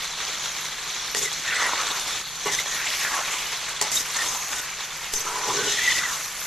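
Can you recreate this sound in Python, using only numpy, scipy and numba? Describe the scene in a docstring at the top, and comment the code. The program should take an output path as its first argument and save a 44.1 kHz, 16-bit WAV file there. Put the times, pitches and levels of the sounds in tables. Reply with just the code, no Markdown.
"""Hot fat sizzles around chicken pieces in an iron pan, heard from close above in a kitchen.
Steam bubbles burst densely, water spits, and big bubbles boil up as the pieces are turned.
A steel spatula knocks, scrapes and squeaks, ringing the iron low and its own thin blade high.
A burner roars faintly underneath. Only the treble spreads left and right."""
import sys
import numpy as np
from scipy import signal
from scipy.fft import rfft, irfft
from scipy.io import wavfile
from scipy.ndimage import uniform_filter1d
from numba import njit

SR = 44100
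rng = np.random.default_rng(int(sys.argv[2]) if len(sys.argv) > 2 else 0)


def unload_wav(signal):
    """Save mono or channel-first audio to the path in sys.argv[1] as 16-bit WAV at rate SR, clipped to [-1, 1]."""
    wavfile.write(
        sys.argv[1],
        SR,
        np.round(np.clip(np.atleast_2d(signal).T, -1, 1) * 32767).astype(np.int16),
    )


N = 284886


# Spectrum of frying fat: (frequency [Hz], gain [dB])
FAT_SPECTRUM = [(150, -27.5), (250, -16.5), (420, -8), (700, -7.5), (1100, -1.5), (1500, -2), (2200, -0.5),
                (3000, -3), (4300, -4.5), (5000, -6.5), (7400, -8), (8600, -15.5), (12300, -8),
                (13400, -14)]

def fat():
    """Steam hiss, tiny crackles and bubbles of all sizes, alone and in flurries."""
    swarm = unit(bubbles(2500, lambda i, u: 700 + 11000 * u ** 1.298, cycles=3.15))
    frying = rng.standard_normal(N) + undb(-8.5) * grit(1500, 1.3) + undb(-5.5) * swarm
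    return unit(colour(frying, FAT_SPECTRUM)) + undb(-8.5) * unit(colour(flurries(), FAT_SPECTRUM))


def flurries(per_s=60, bubbles_each=24, mean_delay_s=.012, low_hz=3300, high_hz=12460):
    """Droplets boil off in clusters of like-sized bubbles; a few clusters are much louder."""
    when, pitch, strength = rng.random((int(per_s * N / SR), 3, 1)).swapaxes(0, 1)
    delay, detune, share = rng.random((len(when), 3, bubbles_each)).swapaxes(0, 1)
    start = when * N - mean_delay_s * SR * np.log(1 - delay)
    hz = low_hz * (high_hz / low_hz) ** pitch * np.exp(.06 * (2 * detune - 1))
    size = (1.05 - strength) ** -.5 * share * hz / SR
    return burst(start.astype(np.int64).ravel(), hz.ravel(), np.full(hz.size, 7.), size.ravel())


# Course of the sizzle: (time [s], body [dB], small bubbles [dB], medium bubbles [dB], spatter [dB])
SIZZLE_LEVELS = [(0.0, -33.5, 3, 12.5, -48), (0.21, -32, 3.5, 10.5, -48.5), (1.1, -33, 5.5, 14.5, -49.5),
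                 (1.42, -33, 5.5, 13, -48.5), (1.8, -28.5, 1.5, 7, -48), (2.2, -32.5, 4, -5, -47),
                 (2.24, -38, 5, 14.5, -50), (2.37, -36.5, 8, 12, -49), (2.43, -33.5, 8.5, 12, -49),
                 (2.64, -32.5, 6, 10.5, -44), (3.0, -30.5, 4, 2, -44), (3.42, -31.5, 2, 4.5, -43),
                 (3.79, -32.5, 1.5, 6, -50.5), (4.14, -32.5, 4.5, 7, -42), (4.6, -34.5, 8, -6, -40),
                 (4.68, -33.5, 2.5, -8, -50), (5.12, -33, 2, -2, -48), (5.79, -31, 9.5, 15, -43.5),
                 (6.2, -33.5, 4, 0, -43.5), (6.46, -33.5, 3, -13, -40.5)]
# Favoured bubble sizes, large to small: (pitch [Hz], spread [log ratio], level [dB])
BUBBLE_SIZES = [(1916, 0.104, -20.5), (3752, 0.078, -17), (6230, 0.047, -10.5)]

def sizzle(surge_db, spurt_db, flicker_db):
    """A surging body of bursting bubbles, topped by fine spatter that the spatula's rasp adds to."""
    body_db, small_db, medium_db, spatter_db = curves(SIZZLE_LEVELS)
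    frying = fat()
    body, spatter = butter(frying, 4, 8200, "low"), butter(frying, 4, 8200, "high")
    finest = signal.sosfiltfilt(signal.butter(2, 10800, "high", fs=SR, output="sos"), spatter)
    spatter = spatter + (undb(flicker_db) - 1) * finest
    for (hz, spread, size_db), course_db in zip(BUBBLE_SIZES, (0, medium_db, small_db)):
        drift = .02 * walk(5)
        swarm = bubbles(1200, lambda i, u: hz * np.exp(spread * (4 * u - 2) + drift[i]), cycles=16)
        body = body + unit(swarm) * undb(size_db + course_db + 1.5 * walk(22) + .7 * walk(10))
    body_gain = undb(body_db + surge_db + .27 * spurt_db)
    spatter_gain = np.hypot(undb(spatter_db), drags(RASP)) * undb(spurt_db)
    return body * body_gain + unit(spatter) * spatter_gain


def spurts(per_s=22, decay_s=.012):
    """Gain in dB of spatter that leaps up at random and dies away."""
    kicks = (rng.random(N) < per_s / SR) * rng.random(N)
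    gain = 1 + undb(-3) * signal.lfilter([1], [1, -np.exp(-1 / (decay_s * SR))], kicks)
    return 20 * np.log10(gain / np.mean(gain))


def bubbles(per_s, pitch_hz, cycles):
    """Bubbles at random times, tuned by pitch_hz(start sample, uniform draw)."""
    when, pitch, damping, strength = rng.random((int(per_s * N / SR), 4)).T
    start = (when * N).astype(np.int64)
    hz = pitch_hz(start, pitch)
    size = (1.01 - strength) ** -.3 * np.sqrt(hz / cycles)
    return burst(start, hz, cycles * (.12 + damping), size)


@njit
def burst(start, hz, cycles, size):
    """Each bubble rings as a sine that falls to 1/e in its number of cycles."""
    out = np.zeros(N)
    for k in range(len(start)):
        step = np.exp((2j * np.pi - 1 / cycles[k]) * hz[k] / SR)
        phasor = size[k] + 0j
        for i in range(start[k], min(N, start[k] + int(6 * cycles[k] * SR / hz[k]))):
            out[i] += phasor.imag
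            phasor *= step
    return out


# Water pops: (time [s], level [dB], pitch [Hz])
WATER_POPS = [(0.2044, -17, 2250), (0.2514, -13, 4310), (0.2965, -31, 500), (0.3247, -18, 3550),
              (0.3844, -16, 5830), (0.4404, -17, 3660), (0.4584, -16, 3480), (0.6155, -21, 1700),
              (0.6504, -17, 6280), (0.686, -21, 1600), (1.2214, -14, 6640), (1.3169, -15, 3580),
              (1.5664, -13, 1960), (1.7345, -12, 1000), (1.8352, -13, 3850), (1.9124, -15, 3390),
              (1.9969, -14, 5990), (2.8739, -13, 2960), (2.9494, -16, 6080), (3.0494, -12, 1690),
              (3.1194, -15, 1300), (3.1894, -15, 1110), (3.3844, -16, 6030), (4.3744, -16, 6380),
              (4.5324, -16, 1870), (5.5184, -16, 1150)]

def spits():
    """Single loud pops of water in the fat."""
    time_s, db, hz = np.transpose(WATER_POPS)
    pops = burst((time_s * SR).astype(np.int64), hz, np.full(len(hz), 1.6), undb(db))
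    return butter(pops, 2, 250, "high")


# Bubbling, one curve per turn of the pieces: (time [s], level [dB], pitch [Hz])
TURNS = [
    [(1.4, -43, 1900), (1.5, -32, 1980), (1.59, -28.5, 1800), (1.615, -25, 1330), (1.67, -30, 1190),
     (1.74, -33.5, 1140), (1.81, -34.5, 1270), (1.9, -35.5, 1080), (1.97, -40.5, 1170), (2.2, -56, 1270)],
    [(2.7, -49, 1710), (2.8, -34, 1870), (2.87, -31, 2690), (2.91, -34, 2500), (2.95, -31.5, 2520),
     (2.975, -36, 2380), (3.01, -30, 2250), (3.07, -31, 1730), (3.14, -33, 1010), (3.21, -32, 1040),
     (3.24, -33, 1900), (3.28, -32, 2300), (3.36, -36, 2700), (3.46, -39, 2950), (3.55, -50, 3000)],
    [(4.15, -36, 1230), (4.22, -36.5, 1110), (4.36, -39.5, 990), (4.45, -41, 970)],
    [(5.25, -36, 1170), (5.35, -34, 1140), (5.5, -33, 1127), (5.6, -41, 1470), (5.7, -35, 2690),
     (5.755, -39, 2600), (5.79, -33, 2640), (5.89, -28.5, 2760), (5.97, -33.5, 2500), (6.04, -33.5, 1280),
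     (6.2, -41, 1260)],
]

def boil():
    """Big wet bubbles glide in pitch as the pieces roll over."""
    t = np.arange(N) / SR
    turning = sum((t >= turn[0][0]) & (t <= turn[-1][0]) for turn in TURNS)
    gate = uniform_filter1d(turning * 1., size=900)
    db, hz = curves(np.vstack(TURNS))
    swarm = unit(bubbles(1000, lambda i, u: hz[i] * np.exp(.3 * (2 * u - 1)), cycles=8))
    return butter(swarm * gate * undb(db + .93 * walk(35)), 2, 480, "high")


# Spatula blows: (time [s], tick [dB], pan [dB], deep ring [dB], blade [dB], clatter decay [s])
SPATULA_BLOWS = [(1.148, -10, -23, -33, -24, 0.0013), (1.17, -17, -53, -36, -30, 0.004),
                 (1.329, -34, -53, -60, -34, 0.0069), (1.814, -28, -50, -60, -32, .006),
                 (1.996, -28, -52, -60, -35, .006), (2.177, -28, -38, -56, -45, .0023),
                 (2.214, -17, -47, -58, -39, .002), (2.459, -22, -28, -31, -40, 0.0019),
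                 (2.462, -34, -33, -36, -40, 0.035), (2.471, -17, -52, -58, -30, .0013),
                 (2.66, -21, -35, -46, -41, 0.0026), (2.947, -24, -43, -60, -38, 0.0033),
                 (3.277, -28, -36, -55, -50, .0036), (3.8136, -15, -27.5, -33, -17, 0.0025),
                 (3.823, -18, -34, -38, -22.5, 0.003), (3.83, -19, -41, -43, -37, .012),
                 (3.916, -26, -50, -56, -28.5, .006), (4.163, -31, -48, -62, -36, 0.0032),
                 (5.137, -25, -43, -33, -25, 0.0039), (5.206, -32, -59, -63, -41, 0.0051),
                 (5.772, -27, -37, -60, -34, 0.0025)]
TICK, PAN_HIT, DEEP_HIT, BLADE_HIT = range(1, 5)

def blows(column, decay_s=None, solid=False):
    """A jagged or solid push per blow, dying over decay_s or else its own clatter time."""
    force, n = np.zeros(N), 4000
    for blow in SPATULA_BLOWS:
        start, noise = int(blow[0] * SR), rng.standard_normal(n)
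        texture = 1 if solid else noise + np.sign(noise)
        decay = np.exp(-np.arange(n) / ((decay_s or blow[5]) * SR))
        force[start:start + n] += undb(blow[column]) * texture * decay
    return force


# Spatula drags: (time [s], length [s], iron [dB], patch start [Hz], patch end [Hz],
# deep ring [dB], blade [dB], stem [dB], rasp [dB], brush [dB])
SPATULA_DRAGS = [(1.144, 0.05, -42, 1850, 1900, -42, -28.5, -43, -39, -48),
                 (1.197, 0.064, -47, 1900, 2020, -41, -29.5, -37, -44, -51),
                 (1.45, 0.15, -34, 1900, 1800, -72, -40.5, -37, -54, -48),
                 (1.591, 0.076, -26, 1700, 1900, -66, -38, -40, -50, -41),
                 (1.672, 0.086, -35, 1300, 1200, -69, -47, -39.5, -54, -52),
                 (1.783, 0.052, -35.5, 1280, 1280, -62, -51, -49, -56, -50),
                 (1.833, 0.084, -44, 1250, 1050, -59, -40, -35, -46, -48),
                 (1.943, 0.27, -62, 1600, 1800, -60, -43.5, -39.5, -50, -45),
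                 (2.443, 0.049, -32.5, 1020, 1210, -37, -40, -53, -49, -52),
                 (2.498, 0.052, -42, 1800, 1900, -58, -29.5, -36, -40, -40),
                 (2.565, 0.038, -36.5, 2000, 2060, -58, -33.5, -33.5, -43, -43),
                 (2.674, 0.17, -37.5, 1730, 1800, -68, -48, -42.5, -54, -45),
                 (2.866, 0.13, -42, 2600, 2300, -68, -45, -42, -40.5, -37),
                 (2.981, 0.12, -40, 2250, 1650, -68, -37.5, -45, -43, -42),
                 (3.102, 0.092, -32, 1080, 1270, -67, -38, -44, -48, -44),
                 (3.298, 0.12, -41, 1100, 1050, -66, -40, -45, -44, -56),
                 (3.807, 0.065, -32, 920, 920, -49, -41, -53, -48, -55),
                 (3.904, 0.04, -47, 1900, 2000, -64, -30, -48, -37, -46),
                 (3.94, 0.07, -44, 1900, 1900, -64, -27, -40, -37, -45),
                 (4.14, 0.092, -33, 1820, 1820, -61, -32.5, -39.5, -50, -42),
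                 (4.228, 0.043, -39, 1150, 1050, -63, -32, -37, -42, -45),
                 (4.271, 0.089, -38, 1050, 990, -70, -35, -43, -45, -44),
                 (4.492, 0.11, -37, 1290, 1600, -70, -36.5, -43.5, -55, -51),
                 (5.113, 0.11, -53, 1400, 1290, -50, -33, -50, -40, -45),
                 (5.23, 0.28, -38, 1010, 940, -45, -43, -64, -47, -53),
                 (5.46, 0.22, -34, 940, 1510, -35, -35.5, -43.5, -52, -43),
                 (5.678, 0.075, -39, 1500, 1930, -49, -31.5, -37, -46, -39),
                 (5.769, 0.095, -37, 1990, 1990, -56, -36, -37, -40, -38),
                 (5.859, 0.13, -36.5, 1990, 2010, -63, -32, -38, -38.5, -36),
                 (5.99, 0.068, -45, 1950, 2000, -65, -42, -43, -50, -50),
                 (6.057, 0.1, -40.5, 1160, 1130, -69, -37, -41, -40, -46)]
IRON, DEEP_RING, CHATTER, STEM, RASP, BRUSH = 2, 5, 6, 7, 8, 9

def drags(column, grip_s=.023, release_s=.012):
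    """Gain of one layer as the edge bites, holds and lets go."""
    t = np.arange(0, N, 32) / SR
    gain = np.zeros(len(t))
    for drag in SPATULA_DRAGS:
        age_s = t - drag[0]
        release = np.exp(-np.maximum(age_s - drag[1], 0) / release_s)
        gain += undb(drag[column]) * np.clip(age_s / grip_s, 0, 1) * release
    return np.interp(np.arange(N) / SR, t, gain)


# Iron pan modes, middle and lowest: (frequency [Hz], level [dB], t60 [s])
PAN_MODES = [(623, -6.5, 0.075), (745, -6, 0.052), (853, -1, 0.11), (1000, -4, 0.15), (1129, -3.5, 0.13),
             (1286, -9.5, 0.029), (1405, -21, 0.18), (1474, -8, 0.074), (1580, -36, 0.021),
             (1798, -3.5, 0.051), (1907, 0, 0.081), (2020, -4.5, 0.071), (2127, -3, 0.087),
             (2290, -3.5, 0.054), (2785, -4.5, 0.089), (2867, -3.5, 0.051)]
DEEP_MODES = [(409, 0, .2), (428, -1, .14), (452, -3, .11), (315, -13, .07), (155, -11, .25)]

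def pan():
    """Blows and stick-slip ring the iron, most in the modes near the pitch of the touched patch."""
    patch_path = []
    for time_s, length_s, _, from_hz, to_hz, *_ in SPATULA_DRAGS:
        patch_path += [(time_s, from_hz), (time_s + length_s, to_hz)]
    patch_hz, = curves(patch_path)
    shares = np.array([undb(db) * (np.exp(-.5 * (np.log(hz / patch_hz) / .1) ** 2) + .22)
                       for hz, db, _ in PAN_MODES])
    shares /= np.sqrt(np.sum(shares ** 2, axis=0))
    slip = drags(IRON) * grit(3000, 2) * undb(.62 * walk(45))
    knock = blows(PAN_HIT)
    iron = np.zeros(N)
    for share, (hz, db, t60_s) in zip(shares, PAN_MODES):
        scrape = share * slip * undb(1.04 * walk(30))  # wavers as the edge crosses nodes
        iron += mode(scrape + (share + .28 * undb(db)) * knock, hz, t60_s)
    deep_force = grit(3000, 1) * drags(DEEP_RING) + blows(DEEP_HIT, decay_s=.00034, solid=True)
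    return butter(iron, 2, 450, "high") + butter(ring(deep_force, DEEP_MODES), 2, 125, "high")


# Spatula blade and stem modes: (frequency [Hz], level [dB], t60 [s])
BLADE_MODES = [(4950, -7, .015), (5170, -6, .015), (5590, -4, .02), (5830, -3, .02), (6150, 0, .03),
               (6330, -2, .02), (6500, -2, .02), (6720, -2, .02), (7060, -3, .02), (7340, -3, .025),
               (7650, -5, .02), (8020, -8, .015)]
STEM_MODES = [(3530, -2, .012), (3700, 0, .016), (3900, -2, .012), (4200, -4, .012)]

def spatula(shake_db):
    """Thin steel chatters and hisses as it drags, and rings at each blow."""
    slip = grit(7000, .35) * undb(shake_db)
    chatter = unit(sum(undb(db + 3.5 * walk(20)) * mode(slip, hz, t60_s)
                       for hz, db, t60_s in BLADE_MODES))
    brush = unit(butter(slip, 3, (4450, 5720), "band"))
    stem = ring(slip * drags(STEM), STEM_MODES)
    hit = blows(BLADE_HIT)
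    spray = undb(-6) * butter(hit, 3, 8000, "high")
    return drags(CHATTER) * chatter + drags(BRUSH) * brush + stem + ring(hit, BLADE_MODES) + spray


def ticks():
    """The dry crack of steel meeting iron."""
    return butter(blows(TICK, decay_s=.0004), 2, (700, 4500), "band")


# Metal squeaks: (time [s], level [dB], start pitch [Hz], end pitch [Hz], length [s])
EDGE_SQUEAKS = [(1.243, -25, 2060, 1990, 0.046), (1.225, -29, 7200, 7140, 0.031),
                (1.471, -26.5, 1924, 1735, 0.037), (1.504, -26, 2710, 2680, 0.018),
                (1.515, -22.5, 1520, 1450, .016), (1.535, -26.5, 1996, 1995, 0.047),
                (1.599, -27, 1910, 1990, 0.03), (1.625, -29.5, 2066, 2000, 0.041),
                (1.785, -29, 1304, 1270, 0.032), (2.47, -30, 2070, 2060, .045),
                (2.533, -29, 1800, 1800, .014), (2.587, -20.5, 2050, 2000, 0.008),
                (2.596, -25, 1850, 1850, .005), (3.055, -28, 1700, 1720, .03), (3.114, -27, 880, 895, .02),
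                (3.132, -28, 1650, 1650, .018), (3.405, -31, 2600, 2600, .014),
                (3.455, -29, 2950, 2950, .016), (3.81, -23.5, 1970, 1900, 0.0081),
                (3.927, -31, 2050, 2060, .018), (3.941, -23.5, 7250, 7200, 0.03),
                (3.961, -22.5, 3660, 3710, 0.034), (4.159, -29, 1830, 1810, 0.023),
                (4.162, -27, 6700, 6800, .02), (4.184, -23.5, 1800, 1830, 0.016),
                (4.207, -27, 1830, 1830, 0.028), (4.272, -29, 6300, 6440, 0.027),
                (4.362, -33, 6250, 6350, .02), (5.14, -29, 6200, 6150, 0.05), (5.2, -28, 6130, 6160, .024),
                (5.203, -33, 7620, 7640, .02), (5.256, -32, 6150, 6030, 0.039),
                (5.415, -34, 5900, 5770, .05), (5.535, -30, 6400, 6450, .03),
                (5.565, -30, 5500, 5500, .016), (5.66, -28, 6200, 6200, .014),
                (5.258, -33.5, 1376, 1260, 0.071), (5.265, -33, 965, 985, .08),
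                (5.325, -31, 990, 1005, 0.08), (5.4, -33, 990, 1010, 0.12), (5.51, -39, 1225, 1390, 0.054),
                (5.56, -30.5, 1480, 1590, 0.085), (5.664, -31, 2940, 2940, 0.063),
                (5.706, -25, 6100, 6100, 0.028), (5.719, -27.5, 1800, 1950, 0.034),
                (5.77, -22.5, 2010, 1780, 0.032), (5.797, -26, 1923, 2070, 0.064),
                (5.853, -24, 1980, 2000, 0.016), (5.869, -14, 1980, 1976, 0.03),
                (5.899, -19.5, 2050, 2080, 0.018), (5.918, -18, 1900, 1900, 0.0071),
                (5.95, -24, 1990, 1950, 0.014), (5.966, -21, 1950, 1940, 0.013),
                (5.98, -16, 1920, 1930, 0.0062), (5.986, -23, 1970, 1940, 0.017),
                (6.009, -25, 1405, 1400, 0.018), (6.011, -23, 1920, 1990, 0.0097),
                (6.033, -20, 2030, 2000, 0.017), (6.048, -24.5, 1990, 1890, 0.022),
                (6.077, -28.5, 1800, 1770, 0.028)]

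def squeaks():
    """The edge catches and sings in short fluttering tones; the higher, the rougher."""
    out, level, pitch, grain, jitter = np.zeros(N), walk(110), walk(220), walk(400), walk(1500)
    for time_s, db, from_hz, to_hz, length_s in EDGE_SQUEAKS:
        start, n = int(time_s * SR), int(length_s * SR)
        span, roughness = slice(start, start + n), from_hz / 6000
        wobble = .012 * pitch[span] + .035 * roughness * jitter[span]
        hz = np.linspace(from_hz, to_hz, n) + from_hz * wobble
        tone = np.sin(2 * np.pi * np.cumsum(hz) / SR)
        flutter_db = 2.6 * np.clip(level[span], -2.5, 1)
        rasp_db = 6 * np.sqrt(roughness) * np.clip(grain[span], -3, 1)
        out[span] += undb(db + flutter_db + rasp_db) * np.hanning(n) ** .4 * tone
    return out


def stove_thud(time_s=5.137, rise_s=.005, t60_s=.4):
    """The stove top gives under one blow."""
    age_s = np.maximum(np.arange(N) / SR - time_s, 0)
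    return -undb(-28) * (1 - np.exp(-age_s / rise_s)) * 1000 ** (-age_s / t60_s)


# Kitchen background spectrum: (frequency [Hz], gain [dB])
KITCHEN_SPECTRUM = [(5, -15), (12, -2), (24, 2), (32, 3), (55, 0.5), (75, -12), (105, -4), (140, 0),
                    (156, 4), (175, -2.5), (235, -6.5), (262, -9), (290, -22), (430, -11.5), (730, -39)]

def kitchen(level_db=-53):
    """Burner roar and a low hum."""
    return undb(level_db + .26 * walk(3.8)) * unit(colour(rng.standard_normal(N), KITCHEN_SPECTRUM))


# Stereo side spectrum: (frequency [Hz], gain [dB])
SIDE_SPECTRUM = [(4500, -7.5), (6500, -4), (8000, -3), (10500, -2.5), (12000, -4.5), (13000, -6.5)]

def treble_spread(x, cutoff_hz=4430):
    """Side signal: treble arrives from many spots in the pan, so part of it is uncorrelated."""
    highpass = signal.ellip(8, .3, 65, cutoff_hz, "high", fs=SR, output="sos")
    return signal.sosfilt(highpass, colour(x, SIDE_SPECTRUM))


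def undb(db):
    """dB to gain."""
    return 10 ** (np.asarray(db) / 20)


def unit(x):
    """Scale to rms 1."""
    return x / np.sqrt(np.mean(x ** 2))


def curves(rows):
    """Per-sample curves from (time [s], values...) rows."""
    time_s, *columns = np.transpose(rows)
    return [np.interp(np.arange(N) / SR, time_s, column) for column in columns]


def butter(x, order, hz, kind):
    """Causal Butterworth filter."""
    return signal.sosfilt(signal.butter(order, hz, kind, fs=SR, output="sos"), x)


def colour(x, spectrum):
    """Minimum-phase filter through (frequency [Hz], gain [dB]) points."""
    hz, db = np.transpose(spectrum)
    bin_db = np.interp(np.log(np.arange(4097) * SR / 8192 + 1), np.log(hz), db)
    cepstrum = irfft(bin_db * np.log(10) / 20)
    cepstrum[1:4096] *= 2
    cepstrum[4097:] = 0
    return signal.fftconvolve(x, irfft(np.exp(rfft(cepstrum))))[:N]


def walk(per_s):
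    """Ramps between random levels, rms 1."""
    hold = int(SR / per_s)
    steps = np.repeat(rng.standard_normal(N // hold + 1), hold)
    return unit(uniform_filter1d(steps, hold)[:N])


def grit(per_s, spread_db):
    """Scattered clicks, many small and a few large, rms 1."""
    clicks = (rng.random(N) < per_s / SR) * rng.standard_normal(N)
    return unit(clicks * undb(spread_db * np.minimum(rng.exponential(size=N), 4.5)))


def mode(x, hz, t60_s):
    """One resonance, rms gain 1 for white noise."""
    radius = np.exp(-np.log(1000) / (t60_s * SR))
    pole = radius * np.exp(2j * np.pi * hz / SR)
    return np.sqrt(2 * (1 - radius ** 2)) * signal.lfilter([1], [1, -pole], x).imag


def ring(x, modes):
    """Modes rung by one input, weights normalised in power."""
    power = sum(undb(2 * db) for _, db, _ in modes)
    return sum(undb(db) * mode(x, hz, t60_s) for hz, db, t60_s in modes) / np.sqrt(power)


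def scene():
    """Fat, spatula, pan and kitchen in the centre; independent treble on the sides."""
    surge_db = .52 * walk(12) + walk(40)
    shake_db, spurt_db, flicker_db = 1.8 * walk(50), spurts(), 2.9 * walk(12)
    mid = ticks() + sizzle(surge_db, spurt_db, flicker_db) + boil() + spits()
    mid += spatula(shake_db) + pan() + squeaks() + stove_thud() + kitchen()
    side = treble_spread(sizzle(surge_db, spurt_db, flicker_db) + spatula(shake_db) + squeaks())
    return np.array([mid + side, mid - side])


def record(dry):
    """The microphone drops the deepest bass; the top is cut steeply."""
    lowpass = signal.ellip(12, .2, 80, 13150, fs=SR, output="sos")
    return signal.sosfilt(lowpass, butter(dry, 1, 3, "high"))


dry = scene()
out = record(dry)
unload_wav(out)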